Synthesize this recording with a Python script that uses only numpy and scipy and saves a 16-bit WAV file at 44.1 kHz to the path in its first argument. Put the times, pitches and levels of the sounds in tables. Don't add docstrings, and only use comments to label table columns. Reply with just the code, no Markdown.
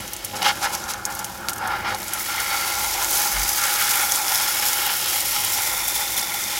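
import sys
import numpy as np
from scipy import signal
from scipy.fft import rfft, irfft, next_fast_len
from scipy.io import wavfile
from scipy.ndimage import map_coordinates

SR = 44100
rng = np.random.default_rng(int(sys.argv[2]) if len(sys.argv) > 2 else 0)


def gain_from_decibels(decibels):
    exponent = np.asarray(decibels, float) / 20
    return 10 ** exponent


def pcm_store(signal):
    levels = np.round(np.clip(np.atleast_2d(signal), -1, 1) * 32767)
    wavfile.write(sys.argv[1], SR, levels.astype(np.int16).T)


N = 290619

# (time [s], sizzle level [dB], finest spray level [dB])
OIL_LEVELS = [
    [(0.0, -40, -41), (0.188, -43.5, -44), (0.432, -39, -40), (0.582, -39, -42), (0.772, -36.5, -43),
     (0.884, -40.5, -47), (1.1, -44, -45)],
    [(1.1, -38.5, -40), (1.43, -44, -45), (1.688, -45.5, -44), (1.914, -48, -46), (2.034, -39, -37),
     (2.146, -34.5, -38), (2.2, -32, -30)],
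    [(2.2, -33.5, -30), (2.31, -33.5, -32.5), (2.59, -29.5, -30.5), (2.99, -29.5, -30), (3.14, -26.5, -25),
     (3.48, -29.5, -28), (3.68, -27, -25), (4.07, -28, -26.5), (4.51, -26.5, -26), (4.82, -31, -24.5),
     (5.13, -29, -27), (5.43, -28.5, -26), (5.88, -29.5, -27.5), (6.33, -31, -30), (6.59, -31.5, -35)],
]
# (time [s], length [s], level [dB], spray over that [dB])
STEAM_PUFFS = [
    (0.348, 0.036, -33, -18),
    (.43, 0.093, -30, -12),
    (0.607, 0.067, -28, -13),
    (0.712, 0.053, -34, 0),
    (0.871, 0.066, -29.5, -8),
    (1.489, .025, -36, 3),
    (1.846, .12, -42, -18),
]
# (time [s], length [s], pitch [Hz], width [Hz], level [dB])
AIR_POCKETS = [
    (2.9, 1.04, 6200, 450, -5.5),
    (2.9, 1.04, 4950, 150, -9),
    (3.3, 1.9, 3460, 150, -11),
    (3.9, 1.37, 5250, 400, -5.5),
    (4., 1.3, 6670, 250, -10),
    (4.3, 2.3, 5540, 170, -8.5),
    (4.5, 1.8, 7170, 200, -10.5),
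    (4.6, 1.2, 3230, 130, -14),
    (5.4, 1.35, 3530, 100, -5),
    (3.6, 2, 11230, 300, -12),
]
# (frequency [Hz], level [dB per Hz])
FIZZ_SPECTRUM = [(1470, -16), (2500, -2), (2840, -9.5), (3470, -2.5), (4250, -3), (5500, 1), (5990, 0.5),
                 (7070, 0), (9000, -8.5), (11700, -3), (19800, -120)]
SPRAY_SPECTRUM = [(5000, -27), (8500, -1.5), (12300, 4), (15100, 5), (15700, 3)]
# (time [s], ring [dB], second ring [dB], third ring [dB], rasp [dB])
PAN_LEVELS = [
    [(0.0, -43, -43.5, -44, -41.5), (0.37, -50.5, -51, -50, -43.5), (0.56, -40.5, -40, -45, -43),
     (0.72, -43, -46, -50, -46), (0.88, -36, -35, -46, -46), (1.33, -39, -41, -48, -47),
     (1.48, -38.5, -35.5, -51, -48), (1.67, -35, -36, -45, -43), (1.8, -35, -34, -37, -42),
     (1.95, -40, -42.5, -42.5, -46), (2.2, -39, -36, -38.5, -37)],
    [(2.2, -42, -40, -37, -40), (2.33, -36.5, -34.5, -36, -34), (2.54, -31.5, -32, -32, -33),
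     (2.7, -32, -34, -37, -33.5), (2.87, -31, -36.5, -38, -36.5), (3.09, -32, -34, -38.5, -36.5),
     (3.28, -32.5, -33, -35.5, -37), (3.48, -34, -33.5, -33.5, -36), (3.63, -33, -29, -32.5, -34),
     (3.79, -34, -29, -32, -31), (4.2, -32, -33.5, -34.5, -40), (4.5, -33.5, -33.5, -34, -32.5),
     (4.73, -33, -32.5, -33, -30.5), (5.02, -36.5, -35.5, -37.5, -31), (5.23, -35.5, -37.5, -35.5, -34),
     (5.45, -35, -35.5, -34.5, -30.5), (5.75, -35, -36.5, -33.5, -41), (6.04, -34, -38, -35, -37),
     (6.41, -38, -39, -36, -41), (6.59, -38, -38.5, -37, -36)],
]
# (time [s], length [s], ring [dB], second ring [dB], third ring [dB], rasp [dB])
BLADE_STROKES = [(0.326, 0.079, -32, -35.5, -39, -37.5), (0.412, .018, -22, -36, -32, -24),
                 (0.435, 0.072, -23.5, -24.5, -28.5, -24), (0.611, 0.062, -23, -25.5, -29, -28.5),
                 (.69, 0.074, -33.5, -37, -45, -42), (0.89, 0.067, -47, -42.5, -44.5, -42),
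                 (1.04, 0.069, -40, -40, -45.5, -53.5), (1.336, 0.053, -45.5, -42.5, -51, -50),
                 (1.597, 0.098, -29.5, -30.5, -41, -42), (1.697, 0.071, -29.5, -27, -33.5, -38),
                 (1.842, 0.069, -30, -27.5, -30, -32.5), (1.913, 0.044, -30, -32, -39, -38)]
# (pitch [Hz], width [Hz], level [dB])
LOW_MODES = [(746, 16, -7), (828.7, 37.8, 1), (912, 53, -4), (989, 118, -7.5), (537, 91, -16.5)]
SECOND_MODES = [(1194, 66, -9.5), (1265, 53, -6.5), (1383, 40, -0.5), (1442, 42, -3.5), (1530, 78, -7.5),
                (1691, 100, -8)]
THIRD_MODES = [(1890, 130, -4.5), (2093, 70, -1), (2229, 55, -1), (2414, 71, -4.5)]
RASP_MODES = [(2878, 370, 0), (3335, 270, -0.5), (3810, 170, -1.5), (4440, 420, -4.5), (5230, 430, -4),
              (6480, 230, -9)]
# (pitch [Hz], width [Hz], level [dB])
FREE_MODES = [(1386, 24, 1), (2063, 28, -5), (2225, 15, -2), (2860, 16, -1), (4560, 64, -1),
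              (5100, 60, -10)]
# (time [s], length [s], level [dB])
CLEAR_RING = (1.96, 1.27, -33)
# (time [s], draught level [dB], burner level [dB], room level [dB])
KITCHEN_LEVELS = [(0.0, -51, -40, -43.5), (0.22, -51, -52, -47.5), (0.35, -60, -41, -39),
                  (0.86, -46, -46.5, -45), (1.54, -56, -43.5, -44.5), (1.91, -47, -42, -40),
                  (2.11, -54, -48.5, -46), (2.83, -51, -51.5, -44), (3.17, -51, -55, -41),
                  (3.32, -56, -44, -47.5), (3.47, -44, -52, -45), (3.72, -54, -53, -46),
                  (5.47, -54, -48.5, -45), (5.95, -49, -51.5, -46.5), (6.48, -58, -49, -45),
                  (6.59, -49, -55, -47)]
# (frequency [Hz], level [dB per Hz])
DRAUGHT_SPECTRUM = [(12, -39), (20, -10), (34, -9.5), (48, 7.5), (85, -2), (110, -37), (190, -120)]
BURNER_SPECTRUM = [(50, -25), (85, 0.5), (102, -0.5), (156, -7.5), (199, -0.5), (250, -9.5), (320, -31),
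                   (550, -120)]
ROOM_SPECTRUM = [(150, -51), (250, -10), (344, 2), (461, -9.5), (483, -6), (516, 1.5), (599, -4.5),
                 (700, -4), (910, -42), (1540, -120)]
# (frequency [Hz], level [dB])
MAINS_HUM = [(100, -56)]
# (time [s], length [s], negative runs back from the time, pitch [Hz], level [dB])
HAND_GUST = (3.5, -0.2, 47, -26)
# (time [s], peak level [dB], pitch [Hz], spray [dB], spray t60 [s], pan knock [dB])
DROP_POPS = [(0.0044, -15.5, 10500, -16, 0.035, -16), (0.0777, -21, 6800, -9, 0.035, -16),
             (0.1327, -10.5, 11500, -10, 0.035, -13), (0.164, -14.5, 6900, -13, 0.035, -16),
             (0.2462, -6, 10600, -12, 0.045, -19), (0.4195, -11, 4200, -14, 0.035, -12),
             (0.4273, -14, 5600, -9, 0.035, -16), (0.5544, -17, 11500, -14, 0.035, -16),
             (0.5935, -26, 6480, -14, 0.035, -16), (0.7497, -5, 5830, -16, 0.029, -16),
             (0.839, -14, 6110, -19, 0.035, -14), (0.9355, -8.5, 6000, -19, 0.035, -16),
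             (1.052, -2, 6500, -15, 0.033, -29), (1.1059, -21, 8070, -14, 0.035, -16),
             (1.1238, -16, 6540, -14, 0.035, -19), (1.1498, -12, 11600, -12, 0.035, -21),
             (1.1907, -13, 6700, -9.5, 0.046, -20), (1.2436, -11, 6600, -11.5, 0.055, -8),
             (1.3744, -23, 6010, -14, 0.035, -16), (1.4062, -24, 10300, -14, 0.035, -16),
             (1.4844, -7, 4770, -12.5, 0.032, -23), (1.4934, -6, 11400, -14, 0.035, -16),
             (1.5319, -12.5, 7970, -10, 0.035, -14), (1.5594, -17, 12400, -14, 0.035, -16),
             (1.5803, -18.5, 8600, -7, 0.035, -16), (1.6734, -14.5, 9900, -10, 0.035, -16),
             (1.7169, -26, 5040, -17, 0.035, -16), (1.7838, -26, 5050, -14, 0.035, -16),
             (1.9454, -14.5, 4300, -11, 0.039, -16), (1.9834, -15, 12800, -14, 0.035, -16),
             (2.0004, -16, 12000, -12, 0.035, -16), (2.0168, -12.5, 12800, -17, 0.035, -16),
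             (2.0288, -18, 4300, -14, 0.035, -16), (2.0804, -12, 8300, -13, 0.035, -13),
             (2.134, -1.5, 12000, -16, 0.048, -19), (2.1944, -13, 11100, -11, 0.035, -14),
             (2.2577, -17, 4520, -9, 0.038, -16)]
# (pitch [Hz], width [Hz], level [dB])
BOWL_MODES = [(5830, 1600, 3.5), (11500, 4000, 1.5)]
# (time [s], click level [dB], click width [s], pan blow [dB])
EDGE_TAPS = [
    (.42, -10, 0.00012, 7),
    (1.4858, -4, 0.000087, 2.5),
    (1.7178, -24, .0001, 10),
    (2.132, -23, .0002, 8),
    (2.175, -24, .0002, 4),
]
# (time [s], peak level [dB], pitch [Hz])
SIZZLE_SPITS = [(2.401, 0, 9730), (3.0446, 0, 6830), (3.092, -14, 6270), (3.1319, -1, 6200),
                (3.3285, -8, 6840), (3.4467, -8, 5100), (3.4915, -1, 6210), (3.532, -2, 11100),
                (3.6637, -3, 11200), (3.7865, -12, 6160), (3.8229, -5, 4950), (4.12, 4, 6500),
                (4.1581, -1, 8260), (4.2808, -3, 5470), (4.3555, 1, 5590), (4.7303, 0, 7110),
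                (4.7822, -9, 11900), (5.2062, 0, 9740), (5.2596, -14, 5610), (5.2925, -10, 12100),
                (5.4466, 3, 12700), (5.521, -1, 10700), (5.5479, -10, 5500), (5.7151, -10, 5360),
                (5.7769, -2, 12000), (5.8807, 3, 12100), (6.0907, -18, 5680), (6.194, -4, 5380),
                (6.229, -7, 5240), (6.4833, -8, 5850)]


def unit(x):
    return x / np.sqrt(np.mean(x ** 2) + 1e-20)


def along(points, hz):
    f, v = np.transpose(points)
    return np.interp(np.log(hz + 1), np.log(f + 1), v)


def curves(rows):
    s, *cols = np.transpose(rows)
    return [np.interp(np.arange(N) / SR, s, c) for c in cols]


def wobble(rate):
    knots = rng.standard_normal(int(N * rate / SR) + 4)
    return map_coordinates(knots, [np.arange(N) * rate / SR])


def swell(s, length):
    return np.sin(np.pi * np.clip((np.arange(N) / SR - s) / length, 0, 1)) ** 2


def filtered(x, response):
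    m = next_fast_len(N + SR // 2)
    return irfft(rfft(x, m) * response(np.fft.rfftfreq(m, 1 / SR)), m)[..., :N]


def coloured(x, spectrum):
    return unit(filtered(x, lambda hz: gain_from_decibels(along(spectrum, hz))))


def ringing(x, modes):
    def response(f):
        total = 0
        for k, (centre, width, db) in enumerate(modes):
            damping = 1j * f * width
            total = total + (-1) ** k * gain_from_decibels(db) * damping / (centre * centre - f * f + damping)
        return total
    return filtered(x, response)


def bubbles(rate, spread_db, t60, bed_db):
    chance, size = rng.random(N), rng.exponential(1, N)
    starts = (chance < rate / SR) * gain_from_decibels(spread_db * np.minimum(size, 4)) ** 2
    power = signal.lfilter([1], [1, -gain_from_decibels(-120 / (t60 * SR))], starts)
    return unit(np.sqrt(power / power.mean() + gain_from_decibels(2 * bed_db)) * rng.standard_normal(N))


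def chirps(count, hz, cycles, spread_db):
    draw, k = rng.random((count, 2)), np.arange(96)
    pitch = hz * np.exp(0.18 * rng.standard_normal((count, 1))) / SR
    size = gain_from_decibels(-spread_db * np.log(1 - 0.98 * draw[:, 1:]))
    wave = size * np.sin(2 * np.pi * pitch * k) * np.exp(-pitch * k / cycles)
    at = (draw[:, :1] * N).astype(int) + k
    return unit(np.bincount(at.ravel(), wave.ravel(), N + len(k))[:N])


def sizzle():
    fizz_db, spray_db = curves(sum(OIL_LEVELS, []))
    swarm = 0.8 * wobble(12) + 0.8 * wobble(45)
    common = bubbles(rate=270, spread_db=2.0, t60=0.036, bed_db=2.5)
    fine = bubbles(rate=340, spread_db=2.5, t60=0.013, bed_db=-15.0)
    fizz = coloured(common, FIZZ_SPECTRUM)
    fizz = fizz + gain_from_decibels(-10.5) * chirps(count=1500, hz=5600, cycles=2.9, spread_db=2.5)
    for s, length, hz, width, db in AIR_POCKETS:
        fizz = fizz + gain_from_decibels(db) * swell(s, length) ** 0.5 * unit(ringing(fine, [(hz, width, 0)]))
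    spray = coloured(common + 0.97 * fine, SPRAY_SPECTRUM)
    spray = spray + gain_from_decibels(-11.5) * chirps(count=2500, hz=11500, cycles=4.5, spread_db=6.0)
    fizz_gain = gain_from_decibels(fizz_db + swarm + 0.26 * wobble(20))
    spray_gain = gain_from_decibels(spray_db + swarm + 0.81 * wobble(30))
    for s, length, db, fine_db in STEAM_PUFFS:
        puff = gain_from_decibels(db) * swell(s, length)
        fizz_gain = fizz_gain + puff
        spray_gain = spray_gain + gain_from_decibels(fine_db) * puff
    return fizz_gain * fizz + spray_gain * spray


def pan():
    grains = gain_from_decibels(1.15 * wobble(25)) * bubbles(rate=250, spread_db=2.0, t60=0.019, bed_db=2.5)
    boil = gain_from_decibels(0.5 + np.array(curves(sum(PAN_LEVELS, []))) + 0.79 * wobble(9))
    drag = sum(gain_from_decibels(levels_db)[:, None] * stroke(s, length) for s, length, *levels_db in BLADE_STROKES)
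    families = [unit(ringing(grains, modes)) for modes in (LOW_MODES, SECOND_MODES, THIRD_MODES, RASP_MODES)]
    s, length, free_db = CLEAR_RING
    free = gain_from_decibels(free_db) * swell(s, length) * unit(ringing(grains, FREE_MODES))
    return np.sum(np.hypot(boil, drag) * families, axis=0) + free


def kitchen():
    draught_db, burner_db, room_db = curves(KITCHEN_LEVELS)
    t = np.arange(N) / SR
    draught = gain_from_decibels(draught_db + 1.5 * wobble(4.5)) * coloured(rng.standard_normal(N), DRAUGHT_SPECTRUM)
    s, length, gust_hz, gust_db = HAND_GUST
    gust = gain_from_decibels(gust_db) * swell(s, length) * np.tanh(1.5 * np.sin(2 * np.pi * gust_hz * (t - s)))

    def rumble():
        burner = gain_from_decibels(burner_db) * coloured(rng.standard_normal(N), BURNER_SPECTRUM)
        return burner + gain_from_decibels(room_db) * coloured(rng.standard_normal(N), ROOM_SPECTRUM)

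    middle, side = rumble(), rumble()
    hum = sum(gain_from_decibels(db + 2.3 * wobble(2.84)) * np.sin(2 * np.pi * hz * t) for hz, db in MAINS_HUM)
    return draught + gust + middle + hum + gain_from_decibels(-21.5) * side * [[1], [-1]]


def pops(table):
    snaps, sprays, knocks = np.zeros(N + SR), np.zeros(N + SR), np.zeros(N)
    t = np.arange(SR // 8) / SR
    for s, db, hz, spray_db, t60, knock_db in table:
        at = round((s + 0.001102) * SR)
        attack = 1 - np.exp(-t * hz * 0.84)
        decay = gain_from_decibels(db - 60 * t * hz / 11)
        snaps[at:][:len(t)] += decay * np.sin(2 * np.pi * hz * t) * attack
        band = signal.butter(1, [hz * 0.53, min(hz * 2.8, SR / 2.2)], "bandpass", fs=SR)
        noise = unit(signal.lfilter(*band, rng.standard_normal(len(t))))
        sprays[at:][:len(t)] += gain_from_decibels(db + spray_db - 60 * t / t60) * noise
        knocks[at] = gain_from_decibels(db + knock_db + 21.5)
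    knocked = ringing(knocks, LOW_MODES + SECOND_MODES + THIRD_MODES + RASP_MODES)
    return 2.22 * snaps[:N] + ringing(sprays[:N], BOWL_MODES) + knocked


def walls(x):
    t60, level_db = 0.058, -14
    t = np.arange(SR // 4) / SR
    tail = rng.standard_normal(len(t)) * gain_from_decibels(-60 * t / t60) * (t > 0.003)
    return x + gain_from_decibels(level_db) * signal.fftconvolve(x, tail / np.linalg.norm(tail))[:N]


def stroke(s, length):
    t = np.arange(N) / SR - s
    return np.clip(t / 0.019, 0, 1) * gain_from_decibels(-np.clip(t - length, 0, 1) * 60 / 0.072)


def taps():
    t = np.arange(N) / SR
    clicks, blows = np.zeros(N), np.zeros(N)
    for s, db, width, blow_db in EDGE_TAPS:
        u = np.clip((t - s) / width, -9, 9)
        click = gain_from_decibels(db) * (2 * u ** 2 - 1) * np.exp(-u ** 2)
        clicks += click
        blows += gain_from_decibels(blow_db) * np.minimum(click, 0)
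    return clicks + gain_from_decibels(10.5) * ringing(blows, FREE_MODES + LOW_MODES[:2])


def spits():
    return pops([(s, db - 4, hz, -15, 0.025, -18) for s, db, hz in SIZZLE_SPITS])


def scene():
    return sizzle() + pan() + kitchen() + walls(pops(DROP_POPS) + taps() + spits())


def top_cut(x):
    return signal.sosfilt(signal.butter(12, 17010, fs=SR, output="sos"), x)


def record(dry):
    mix = filtered(dry, lambda hz: hz < 15900)
    return top_cut(mix)


dry = scene()
out = record(dry)
pcm_store(out)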